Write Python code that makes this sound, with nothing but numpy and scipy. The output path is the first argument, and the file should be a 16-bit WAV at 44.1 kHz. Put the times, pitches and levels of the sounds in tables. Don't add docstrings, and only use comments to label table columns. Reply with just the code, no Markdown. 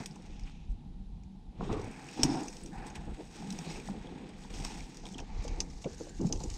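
import sys
import numpy as np
from scipy import signal
from scipy.fft import rfft, irfft
from scipy.io import wavfile

SR = 44100
rng = np.random.default_rng(int(sys.argv[2]) if len(sys.argv) > 2 else 0)


def log_audio(samples):
    frames = np.atleast_2d(samples).T
    limited = np.clip(frames, -1, 1)
    pcm = np.round(limited * 32767).astype(np.int16)
    wavfile.write(sys.argv[1], SR, pcm)


N = 289737

# start_s, coarse_db, middle_db, fine_db
DRAG_LEVELS = [(0.0, -50.5, -54, -51.5), (0.1, -67.5, -66, -66.5), (0.45, -71.5, -64.5, -67.5),
               (0.56, -78.5, -66.5, -70.5), (0.87, -83, -79.5, -91), (1.5, -85, -83, -99),
               (1.63, -60, -57.5, -62), (1.75, -58.5, -56.5, -60.5), (2.0, -58.5, -66, -61.5),
               (2.17, -58, -53, -53), (2.27, -49, -48.5, -48), (2.4, -55, -53, -52),
               (2.49, -58, -61.5, -54), (2.68, -71, -65, -62.5), (2.8, -53.5, -64, -63),
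               (2.93, -61, -62.5, -62.5), (3.07, -68, -63, -66), (3.18, -62, -59.5, -62),
               (3.28, -68, -63, -61.5), (3.36, -60.5, -57.5, -56), (3.6, -58.5, -57, -58),
               (3.72, -57.5, -54, -51), (3.9, -60, -59, -62), (4.23, -62, -61, -67.5),
               (4.495, -65, -63, -64), (4.508, -55, -54, -57), (4.528, -59, -56.5, -57),
               (4.545, -54, -52, -49.5), (4.72, -55, -51, -49.5), (4.88, -63.5, -60.5, -59.5),
               (5.15, -64, -62, -59.5), (5.25, -62, -63, -65), (5.45, -59, -57, -57),
               (5.63, -63.5, -64, -61.5), (5.76, -67, -66, -60), (5.88, -67, -61.5, -57.5),
               (6.1, -72, -64, -60), (6.3, -76, -63, -56.5), (6.57, -61, -59, -51)]
# frequency_hz, density_db (per Hz)
PORT_FACING = [(590, -15.5), (1000, -15.5), (1360, -17.5), (1580, -15), (2140, -10.5), (2510, -1.5),
               (3050, -6.5), (3550, -7.5), (4200, -10), (5550, 2.5), (6250, -2), (6750, 0), (7320, -1.5),
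               (8050, -1), (8750, -8.5), (9250, -14.5), (9800, -24), (10500, -19), (13000, -22.5),
               (15600, -21)]
# frequency_hz, density_db (per Hz)
PORT_AWAY = [(590, -59), (1000, -20), (1130, -9), (1380, -21), (2090, -10.5), (2820, -4.5), (3200, -9),
             (4310, -3.5), (5300, 6), (6450, 7), (9100, -16.5), (12000, -23), (15600, -33)]
# start_s, share_turned (0-1)
TURNING = [(0, 0), (4.45, 0.04), (4.62, 0.24), (4.9, 0.1), (5.3, 0.66), (6.57, 0.74)]
# frequency_hz, density_db (per Hz)
RAP_SPECTRUM = [(200, 5), (600, -12.5), (850, -1.5), (1200, -18), (2000, -29.5)]


def from_db(db):
    return 10 ** (np.asarray(db) / 20)


def rms_one(x):
    return x / np.sqrt(np.mean(x ** 2) + 1e-20)


def in_time(rows):
    s, *columns = np.transpose(rows)
    return [np.interp(np.arange(N) / SR, s, c) for c in columns]


def drift(corner_hz):
    step = 20
    r = np.exp(-2 * np.pi * step * corner_hz / SR)
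    noise = rng.standard_normal(N // step + 2002)
    slow = signal.lfilter([1], [1, -2 * r, r * r], noise)[2000:]
    return np.interp(np.arange(N) / step, np.arange(len(slow)), rms_one(slow))


def colour(x, spectrum, size=8192):
    hz, db = np.transpose(spectrum)
    grid = np.log(np.maximum(np.fft.rfftfreq(size, 1 / SR), 1))
    cepstrum = irfft(np.log(from_db(np.interp(grid, np.log(hz), db))))
    cepstrum[1:size // 2] *= 2
    cepstrum[size // 2 + 1:] = 0
    return signal.fftconvolve(x, irfft(np.exp(rfft(cepstrum))))[:len(x)]


def resonance(x, hz, width_hz):
    r = np.exp(-np.pi * width_hz / SR)
    poles = [1, -2 * r * np.cos(2 * np.pi * hz / SR), r * r]
    return signal.lfilter([(1 - r * r) / 2, 0, (r * r - 1) / 2], poles, x)


def steep(x, hz, width_hz):
    return resonance(resonance(x, hz, width_hz), hz, width_hz)


def grains(per_s, spread_db, clump_db, clump_hz):
    sizes = from_db(spread_db * np.minimum(rng.exponential(1, N), 5))
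    signs = rng.choice([-1, 1], N)
    slipping = rng.random(N) < per_s / SR
    return rms_one(sizes * signs * slipping * from_db(clump_db * drift(clump_hz)))


def stroke(s, hold_s, attack_s, release_s):
    span = slice(round(s * SR), min(round((s + hold_s) * SR) + SR // 3, N))
    since = np.arange(span.stop - span.start) / SR
    fall_s = release_s + hold_s
    falling = np.maximum(since - attack_s - hold_s, 0) / fall_s
    return span, (np.clip(since / attack_s, 0, 1) * from_db(-30 * falling)) ** 2


def bursts(events, t60_s, longer, rise_s, width_share, top_hz, tail_db, tail_times,
           spectrum, turned_spectrum, break_db=13.5):
    out, t = np.zeros(N + SR), np.arange(SR // 5) / SR
    dull = signal.butter(2, min(top_hz, 20000), fs=SR)
    turned = in_time(TURNING)[0]
    noises = rng.standard_normal((len(events), len(t)))
    for (s, peak_db, hz, broad_db), noise in zip(events, noises):
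        at = round(s * SR)
        t60 = t60_s * from_db(longer * (peak_db + 35.0))
        dying = from_db(-60 * t / t60) + from_db(tail_db - 60 * t / (tail_times * t60))
        burst = noise * dying * (1 - np.exp(-(t / rise_s) ** 2))
        burst[round(rise_s * SR)] += from_db(break_db)
        crack = colour(burst, turned_spectrum if turned[at] > .5 else spectrum, size=2048)
        ring = steep(burst, hz, width_share * hz)
        burst = signal.lfilter(*dull, ring + from_db(broad_db) * crack)
        out[at:at + len(t)] += from_db(peak_db) * burst / np.abs(burst).max()
    return out[:N]


def brushing():
    # start_s, level_db
    finest_drag = [(0.0, -59), (0.07, -69), (0.68, -99), (1.52, -106), (1.66, -69), (1.83, -68),
                   (2.12, -61), (2.38, -59), (2.49, -58), (2.63, -63.5), (3.04, -70.5), (3.22, -65.5),
                   (3.53, -60.5), (3.71, -57), (4.04, -72.5), (4.35, -74.5), (4.495, -70), (4.51, -59),
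                   (4.66, -53.5), (5.05, -72), (5.18, -73), (5.42, -72), (5.6, -66), (6.29, -61.5),
                   (6.4, -57), (6.57, -54.5)]
    # start_s, hold_s, coarse_and_middle_db, fine_db
    swish_strokes = [(0.0, 0.01, -82.5, -68), (0.233, 0.014, -64, -74), (0.445, 0.041, -62.5, -69),
                     (0.687, 0.021, -85, -72), (1.696, 0.03, -53.5, -61), (2.855, 0.014, -54.5, -55),
                     (2.945, 0.0045, -51, -56), (3.604, 0.016, -59, -64), (3.83, 0.054, -75, -58.5),
                     (4.366, 0.076, -71, -64), (5.045, 0.024, -62, -54.5), (5.104, 0.01, -75, -58),
                     (5.173, 0.0092, -57, -74), (5.419, 0.018, -69, -52.5), (5.811, 0.007, -61, -52.5),
                     (5.972, 0.057, -66, -56), (6.225, 0.012, -67, -60), (6.248, 0.023, -66, -55),
                     (6.488, 0.0098, -54, -73)]
    coarse_db, finest_db = -2.5, -3.5
    power = from_db(in_time(DRAG_LEVELS) + in_time(finest_drag)) ** 2
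    for s, hold_s, dull_db, fine_db in swish_strokes:
        span, shape = stroke(s, hold_s, attack_s=0.014, release_s=0.018)
        levels_db = [[dull_db + coarse_db], [dull_db], [fine_db], [fine_db + finest_db]]
        power[:, span] += from_db(levels_db) ** 2 * shape
    return 10 * np.log10(power)


def rustle():
    band_edges = [500, 2000, 4000, 7300, 18000]
    slips = grains(9000, 0.27, 0.22, 58)
    clumps = from_db(1.43 * drift(36.8))
    slips = slips + from_db(-11.0) * grains(500, 2.8, 2.7, 8)
    pitches = np.geomspace(900, 15000, 24)
    dealt = rng.integers(0, len(pitches), N)
    rings = 0
    for k, hz in enumerate(pitches):
        own_slips = slips * (dealt == k) * from_db(0.5 * drift(16.0))
        rings = rings + resonance(own_slips, hz, 0.28 * hz) / np.sqrt(hz)
    heard = np.array([colour(rings, PORT_FACING), colour(rings, PORT_AWAY)])
    turned = in_time(TURNING)[0]
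    out = 0
    for level_db, low, high in zip(brushing(), band_edges, band_edges[1:]):
        band = signal.butter(3, [low, high], "band", fs=SR, output="sos")
        facing, away = signal.sosfilt(band, heard)
        out = out + from_db(level_db) * ((1 - turned) * rms_one(facing) + turned * rms_one(away))
    return clumps * out


def scrapes():
    # start_s, hold_s, level_db, pitch_hz, width_hz
    scrape_strokes = [(1.617, 0.076, -56, 1090, 397), (1.687, 0.08, -51.5, 1090, 394),
                      (1.626, 0.065, -63.5, 3470, 700), (1.68, 0.34, -60.5, 2230, 900),
                      (2.18, 0.15, -51.5, 5300, 706), (2.235, 0.096, -60.5, 8160, 900),
                      (2.705, 0.16, -61, 1620, 695), (2.956, 0.13, -66.5, 1480, 696),
                      (3.632, 0.1, -56.5, 2430, 800), (3.635, 0.058, -57, 3930, 1000),
                      (4.528, 0.29, -70, 2590, 1210), (5.278, 0.2, -65, 2280, 600),
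                      (5.49, 0.094, -67, 2230, 700), (5.623, 0.039, -74, 1730, 400),
                      (5.867, 0.26, -67, 1630, 450), (5.89, 0.14, -74, 2380, 400),
                      (1.87, 0.18, -62.5, 1570, 900), (2.754, 0.11, -62.5, 2320, 900)]
    out, slips = np.zeros(N), grains(4000, 0.8, 1.25, 40)
    for s, hold_s, db, hz, width_hz in scrape_strokes:
        span, shape = stroke(s, hold_s, attack_s=0.02, release_s=0.055)
        out[span] += from_db(db) * np.sqrt(shape) * rms_one(steep(slips[span], hz, width_hz))
    return out


def snaps():
    # start_s, peak_db, pitch_hz, broad_crack_db
    twig_breaks = [(0.0586, -28, 4870, 16), (0.059, -33, 8500, -5), (0.0595, -48, 13000, -20),
                   (0.1095, -47, 5050, -21), (0.1575, -43, 5100, 11), (0.221, -50, 8300, 4),
                   (0.255, -57, 8300, 0), (0.262, -46, 2640, -7), (0.3945, -45.5, 2120, -6),
                   (0.4349, -46, 5070, -12), (0.4732, -50, 2470, -28), (1.2342, -52.5, 2400, -8),
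                   (1.666, -48, 6500, -1), (1.7265, -37, 2500, -5), (1.7275, -41, 3580, -12),
                   (1.797, -42.5, 2200, -12), (1.815, -41, 5560, 12), (1.844, -41, 8200, 3),
                   (1.912, -47, 8100, -5), (2.042, -44, 6200, -5), (2.0867, -39.5, 2630, -10),
                   (2.1114, -40, 2600, -1), (2.1355, -48, 5400, -8), (2.232, -7, 5500, 4),
                   (2.2325, -24, 2600, 8), (2.2335, -15.5, 7600, 0), (2.234, -32, 5850, -19),
                   (2.2328, -36, 13100, -20), (2.361, -49, 8000, -10), (2.405, -37, 8300, 7),
                   (2.432, -36, 7100, -19), (2.4507, -46, 7840, -19), (2.483, -31, 5800, -13),
                   (2.5274, -37.5, 6100, 13), (2.5676, -35, 6500, 12), (2.6338, -39.5, 7730, -16),
                   (2.66, -37, 7840, 10), (2.8667, -37.5, 7600, -6), (2.9, -43, 6300, -8),
                   (2.956, -42, 7700, -13), (2.954, -36.5, 2570, -7), (3.472, -40, 3900, -1),
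                   (3.5035, -30, 3930, -9), (3.504, -30.5, 5500, -3), (3.5254, -40, 5300, 0),
                   (3.5882, -31.5, 2520, 2), (3.6165, -45, 3800, -5), (3.7572, -42, 2450, -31),
                   (3.7993, -41, 2460, -13), (3.874, -40, 1860, -9), (3.8745, -47, 3630, -12),
                   (4.07, -44.5, 3450, -14.5), (4.29, -49, 7900, -10), (4.649, -25, 5200, 7),
                   (4.805, -39.5, 2330, -14), (4.9696, -39.5, 4730, 1), (5.0656, -40.5, 2430, -15),
                   (5.087, -40, 3500, -2), (5.1, -47, 6300, 0), (5.125, -43, 6550, -1),
                   (5.137, -42, 6300, -4), (5.1433, -41, 3180, -16), (5.1814, -36, 6700, 3),
                   (5.186, -40, 2600, -26), (5.19, -46, 1700, -20), (5.243, -53, 3100, -16),
                   (5.192, -45, 2500, -15), (5.199, -49, 5800, -5), (5.4313, -53, 2290, -13),
                   (5.448, -52, 2280, 2), (5.2, -40, 3150, -10), (5.183, -40, 3400, -13),
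                   (5.054, -46, 3400, -12), (4.6, -40, 3300, -7), (4.703, -41, 2600, -3),
                   (6.439, -37, 6800, 2), (5.4787, -35.5, 5100, 15), (5.603, -18, 6060, 22),
                   (5.6035, -39, 2480, -20), (5.6994, -49, 5550, -23), (5.819, -44, 4470, -1),
                   (5.8395, -46, 6500, -5), (5.841, -42.5, 3470, -22), (5.8425, -37.5, 2880, -18),
                   (5.8445, -41.5, 2340, -26), (5.896, -48, 6500, 0), (5.93, -44, 4500, -5),
                   (6.026, -53, 7000, 0), (6.033, -46, 6000, -6), (6.057, -51, 6500, 0),
                   (6.149, -48, 6500, 0), (6.373, -44, 5500, -3), (5.945, -43, 7360, -10),
                   (5.98, -44, 6300, 0), (6.0, -45, 6000, 0), (6.0174, -46, 6140, 3),
                   (6.0926, -42.5, 7000, -14), (6.29, -40, 7000, -5), (6.3245, -20.5, 6100, 5),
                   (6.325, -40, 2740, -19), (6.3583, -38, 3300, -7), (6.5003, -30, 6800, -10),
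                   (6.539, -37, 6240, 7)]
    return bursts(twig_breaks, t60_s=0.017, longer=0.012, rise_s=0.0009, width_share=0.17,
                  top_hz=12000, tail_db=-15.0, tail_times=5.1,
                  spectrum=PORT_FACING, turned_spectrum=PORT_AWAY)


def crunches():
    # start_s, peak_db, pitch_hz, broad_crack_db
    stalks = [(2.232, -25, 7750, -5), (2.353, -37.5, 6100, -7), (2.48, -35.5, 5660, -9),
              (2.481, -40, 2520, -17), (3.42, -47, 5430, 0), (3.47, -54, 8000, -12), (3.523, -37, 8200, 3),
              (3.586, -38, 5160, 12), (3.699, -39, 5200, -10), (4.436, -49, 3600, -12),
              (4.502, -45, 3400, -1), (4.538, -38, 3140, -4), (4.548, -43, 6500, 7),
              (4.646, -29.5, 5400, 3), (4.679, -43, 5700, 0), (4.802, -45, 4500, 1), (4.943, -47, 6000, 3),
              (5.053, -40, 3400, -8), (5.064, -40, 3880, -14), (5.18, -42, 3400, -9),
              (5.198, -43, 3100, -9), (5.477, -39, 3200, -4), (6.212, -39.5, 6400, -6),
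              (6.267, -38.5, 6600, -6), (6.402, -38, 4400, -6), (6.435, -33.5, 6700, -7)]
    return bursts(stalks, t60_s=0.022, longer=0, rise_s=0.0014, width_share=0.25,
                  top_hz=13400, tail_db=-19.0, tail_times=4.7,
                  spectrum=PORT_FACING, turned_spectrum=PORT_AWAY, break_db=-13.0)


def knocks():
    # start_s, peak_db, pitch_hz, broad_crack_db
    mount_knocks = [(0.162, -49, 173, -6), (1.606, -34, 404, -31), (1.691, -31, 104, -25),
                    (2.187, -25, 261, -23.5), (2.231, -20.5, 293, -18.5), (2.236, -27, 150, -23),
                    (2.286, -24.5, 283, -22), (3.531, -38, 190, -23), (3.587, -36, 162, -20),
                    (3.663, -34.5, 150, -19), (4.448, -41, 192, -36), (4.595, -31, 139, 9),
                    (5.449, -49, 420, -5), (5.86, -44, 440, -30), (5.608, -38, 161, -1),
                    (6.007, -36.5, 324, -39), (6.067, -40, 480, -37), (6.202, -38, 221, -39),
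                    (6.21, -38.5, 98, -34), (6.25, -44, 89, -24), (6.33, -34, 97.5, -19),
                    (6.242, -50, 195, -18), (6.325, -36, 315, -20), (6.403, -37, 154, -7)]
    return bursts(mount_knocks, t60_s=0.034, longer=0.34, rise_s=0.00276, width_share=0.3,
                  top_hz=1800, tail_db=-16, tail_times=18.0,
                  spectrum=RAP_SPECTRUM, turned_spectrum=RAP_SPECTRUM)


def taps():
    # start_s, peak_db, pitch_hz, broad_crack_db
    case_taps = [(0.162, -42.5, 830, -19), (1.608, -30.5, 675, -19), (1.627, -25.5, 455, 0),
                 (1.648, -38, 594, -10), (1.674, -33.5, 307, -27), (1.695, -29, 224, -32),
                 (1.706, -28, 300, -20), (1.717, -32, 450, -2), (1.727, -27.5, 430, -14),
                 (1.743, -30, 404, -5), (1.793, -27.5, 405, -10.5), (3.588, -37.5, 720, -25),
                 (3.886, -32, 760, -17), (3.423, -40, 800, -20), (3.666, -33.5, 410, -16),
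                 (3.758, -42, 503, -10), (4.649, -34, 880, -20), (4.705, -39.5, 800, -12),
                 (5.056, -42, 870, -18), (5.067, -53, 900, -13), (5.154, -36.5, 228, -19),
                 (5.19, -39, 840, -14), (5.201, -38, 800, -28), (5.448, -32, 500, -18),
                 (5.479, -46, 790, -13), (5.843, -38, 685, -23), (5.935, -43.5, 453, -27),
                 (6.07, -41, 500, -26), (6.215, -48, 500, -10), (6.243, -39, 710, -17),
                 (4.448, -42.5, 790, -15), (5.86, -27.5, 453, -37), (5.868, -29, 362, -40),
                 (6.007, -34, 455, -37), (6.203, -42, 497, -20)]
    return bursts(case_taps, t60_s=0.023, longer=0, rise_s=0.00089, width_share=0.35,
                  top_hz=2100, tail_db=-40.0, tail_times=1.5,
                  spectrum=RAP_SPECTRUM, turned_spectrum=RAP_SPECTRUM)


def strap():
    # start_s, hold_s, level_db, pitch_hz
    strap_thrums = [(0.8, 0.06, -60, 178.5), (0.96, 0.062, -51, 188), (1.13, 0.05, -52.5, 161),
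                    (1.25, 0.095, -51.5, 191), (3.475, 0.036, -43, 188), (3.889, 0.022, -35.5, 198),
                    (5.108, 0.021, -46.5, 191)]
    out = np.zeros(N)
    for (s, hold_s, db, hz), phase in zip(strap_thrums, rng.random(len(strap_thrums))):
        span, shape = stroke(s, hold_s, attack_s=0.0078, release_s=0.029)
        cycles = hz * np.arange(len(shape)) / SR + phase
        out[span] += from_db(db) * np.sqrt(2 * shape) * np.sin(2 * np.pi * cycles)
    return out


def rubbing():
    # start_s, hold_s, boom_db, scuff_db, scuff_pitch_hz, hollow_db
    rub_strokes = [(0.0, 0.0046, -37.5, -64, 284, -50), (0.096, 0.017, -45, -69, 280, -79),
                   (0.157, 0.0053, -66, -70, 270, -68), (0.72, 0.14, -55, -76, 270, -82),
                   (1.524, 0.091, -68, -55, 303, -84), (1.584, 0.087, -43, -43, 383, -60),
                   (1.691, 0.064, -48, -32, 340, -48), (1.798, 0.072, -54, -40, 320, -51.5),
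                   (1.955, 0.061, -72, -68, 305, -56.5), (2.169, 0.11, -41, -37.5, 273, -46.5),
                   (2.279, 0.11, -41.5, -58, 292, -40), (2.335, 0.096, -58, -37.5, 245, -57),
                   (2.616, 0.08, -52, -45.5, 263, -84), (2.728, 0.15, -49.5, -58, 300, -51),
                   (2.945, 0.15, -48, -52, 292, -56), (3.07, 0.051, -49, -45, 295, -71),
                   (3.177, 0.027, -59, -40.5, 364, -58), (3.379, 0.14, -45.5, -71, 280, -56.5),
                   (3.618, 0.16, -77, -44.5, 295, -56.5), (3.877, 0.088, -45, -44, 305, -59),
                   (4.039, 0.076, -49, -43, 303, -58), (4.154, 0.14, -48, -48, 315, -61),
                   (4.535, 0.14, -54, -58, 315, -56), (4.707, 0.086, -50.5, -63, 290, -57),
                   (5.032, 0.028, -56, -50, 292, -53.5), (5.17, 0.029, -67, -45, 328, -50),
                   (5.29, 0.11, -70, -64, 320, -56.5), (5.443, 0.04, -66, -41.5, 346, -54.5),
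                   (5.496, 0.12, -51, -43.5, 322, -56.5), (5.85, 0.015, -36.5, -30.5, 427, -60),
                   (5.997, 0.011, -62, -42, 352, -65), (6.048, 0.033, -74, -47, 423, -75),
                   (6.192, 0.036, -40, -31.5, 292, -70), (6.241, 0.029, -32.5, -46, 283, -63),
                   (6.293, 0.043, -47, -35.5, 350, -59), (6.396, 0.016, -60, -46, 312, -52),
                   (6.434, 0.019, -45.5, -37, 300, -62)]
    # (dB at mean push, share of the push followed) for boom, scuff and hollow ring
    steady_drag, drag_hz = ((-52.5, 0.02), (-54, 0.7), (-62.5, 0.35)), 312
    push_db = in_time(DRAG_LEVELS)[0]
    extra_db = push_db - push_db.mean()
    power = np.array([from_db(db + share * extra_db) ** 2 for db, share in steady_drag])
    pitch = power[1] * drag_hz
    for s, hold_s, boom_db, scuff_db, hz, hollow_db in rub_strokes:
        span, shape = stroke(s, hold_s, attack_s=0.0061, release_s=0.035)
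        rub = from_db([[boom_db], [scuff_db], [hollow_db]]) ** 2 * shape
        power[:, span] += rub
        pitch[span] += rub[1] * hz
    return (*np.sqrt(power), pitch / power[1])


def housing():
    # frequency_hz, width_hz, level_db
    boom_modes = [(183.1, 70, 1.5), (150, 59, 3), (98, 70, -7)]
    scuff_modes = [(268.5, 15, -8), (315, 127, -2), (390.3, 136, -6), (451.7, 145, -3.5), (513, 160, -18)]
    hollow_modes = [(802, 270, 24.7), (1036, 1020, 7.1)]
    boom, scuff, hollow, scuff_hz = rubbing()
    out = knocks() + strap() + taps()
    for gain, modes in ((boom, boom_modes), (hollow, hollow_modes)):
        slips = grains(1500, 0.55, 0.7, 36)
        ringing = sum(from_db(db) * steep(slips, hz, width) for hz, width, db in modes)
        out += gain * rms_one(ringing)
    near = np.array([np.exp(-(np.log(scuff_hz / hz) / 0.45) ** 2) for hz, _, _ in scuff_modes])
    slips = grains(1500, 0.77, 2.35, 45)
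    rings = np.array([from_db(db) * rms_one(steep(slips, hz, width)) for hz, width, db in scuff_modes])
    out += scuff * np.sum(near * rings, axis=0) / np.sqrt(np.sum(near ** 2, axis=0))
    out -= 0.49 * resonance(out, hz=562, width_hz=128)
    return signal.sosfilt(signal.butter(2, 1600, fs=SR, output="sos"), out)


def wind():
    # start_s, level_db
    wind_levels = [(0.0, -52), (0.16, -54), (0.44, -39.5), (0.48, -49), (0.68, -44), (0.71, -35),
                   (0.79, -46.5), (1.21, -40.5), (1.34, -54.5), (1.52, -45), (1.53, -59), (1.61, -38.5),
                   (1.66, -46), (1.7, -36), (2.01, -58), (2.21, -51), (2.25, -47), (2.38, -55), (3.13, -41),
                   (3.22, -55), (4.12, -46.5), (4.19, -61), (4.26, -52), (4.28, -59), (4.61, -39),
                   (4.68, -44), (4.87, -49.5), (4.94, -58), (5.32, -40), (5.36, -37), (6.13, -48.5),
                   (6.24, -38), (6.55, -36.5), (6.57, -45)]
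    # frequency_hz, density_db (per Hz)
    gust_spectrum = [(12, -51.5), (21, -13), (33, -11), (45, -16), (86, -26), (113, -30.5), (130, -37.5),
                     (170, -49), (290, -120)]
    lumps = rng.standard_normal(N) * from_db(3.4 * drift(35))
    return from_db(in_time(wind_levels)[0]) * rms_one(colour(lumps, gust_spectrum, size=32768))


def far_leaves():
    # frequency_hz, density_db (per Hz)
    leaf_spectrum = [(590, -42), (1000, -25), (1890, -6), (3980, 1.5), (4310, -2.5), (10600, -16),
                     (12400, -24), (15000, -46)]
    return from_db(-75.5) * rms_one(colour(rng.standard_normal(N), leaf_spectrum))


def scene():
    air = rustle() + scrapes() + snaps() + crunches()
    cavity = resonance(air, hz=7360, width_hz=900)
    air -= 0.89 * (1 - in_time(TURNING)[0]) * cavity
    mono = air + housing() + wind() + far_leaves()
    return np.array([mono, mono])


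def record(dry):
    high = signal.butter(6, 11500, "high", fs=SR, output="sos")
    top = signal.sosfiltfilt(high, dry[1])
    treble = signal.sosfilt(signal.butter(3, 1300, "high", fs=SR, output="sos"), dry[0])
    waver = from_db(-36.5 + 2.9 * drift(7.1)) * drift(600) * treble
    late_top = from_db(3.0) * np.roll(top, 1)
    parted = np.array([dry[0] + waver, dry[1] - waver - top + late_top])
    return signal.sosfilt(signal.ellip(10, .5, 70, 15700, fs=SR, output="sos"), parted)


dry = scene()
out = record(dry)
log_audio(out)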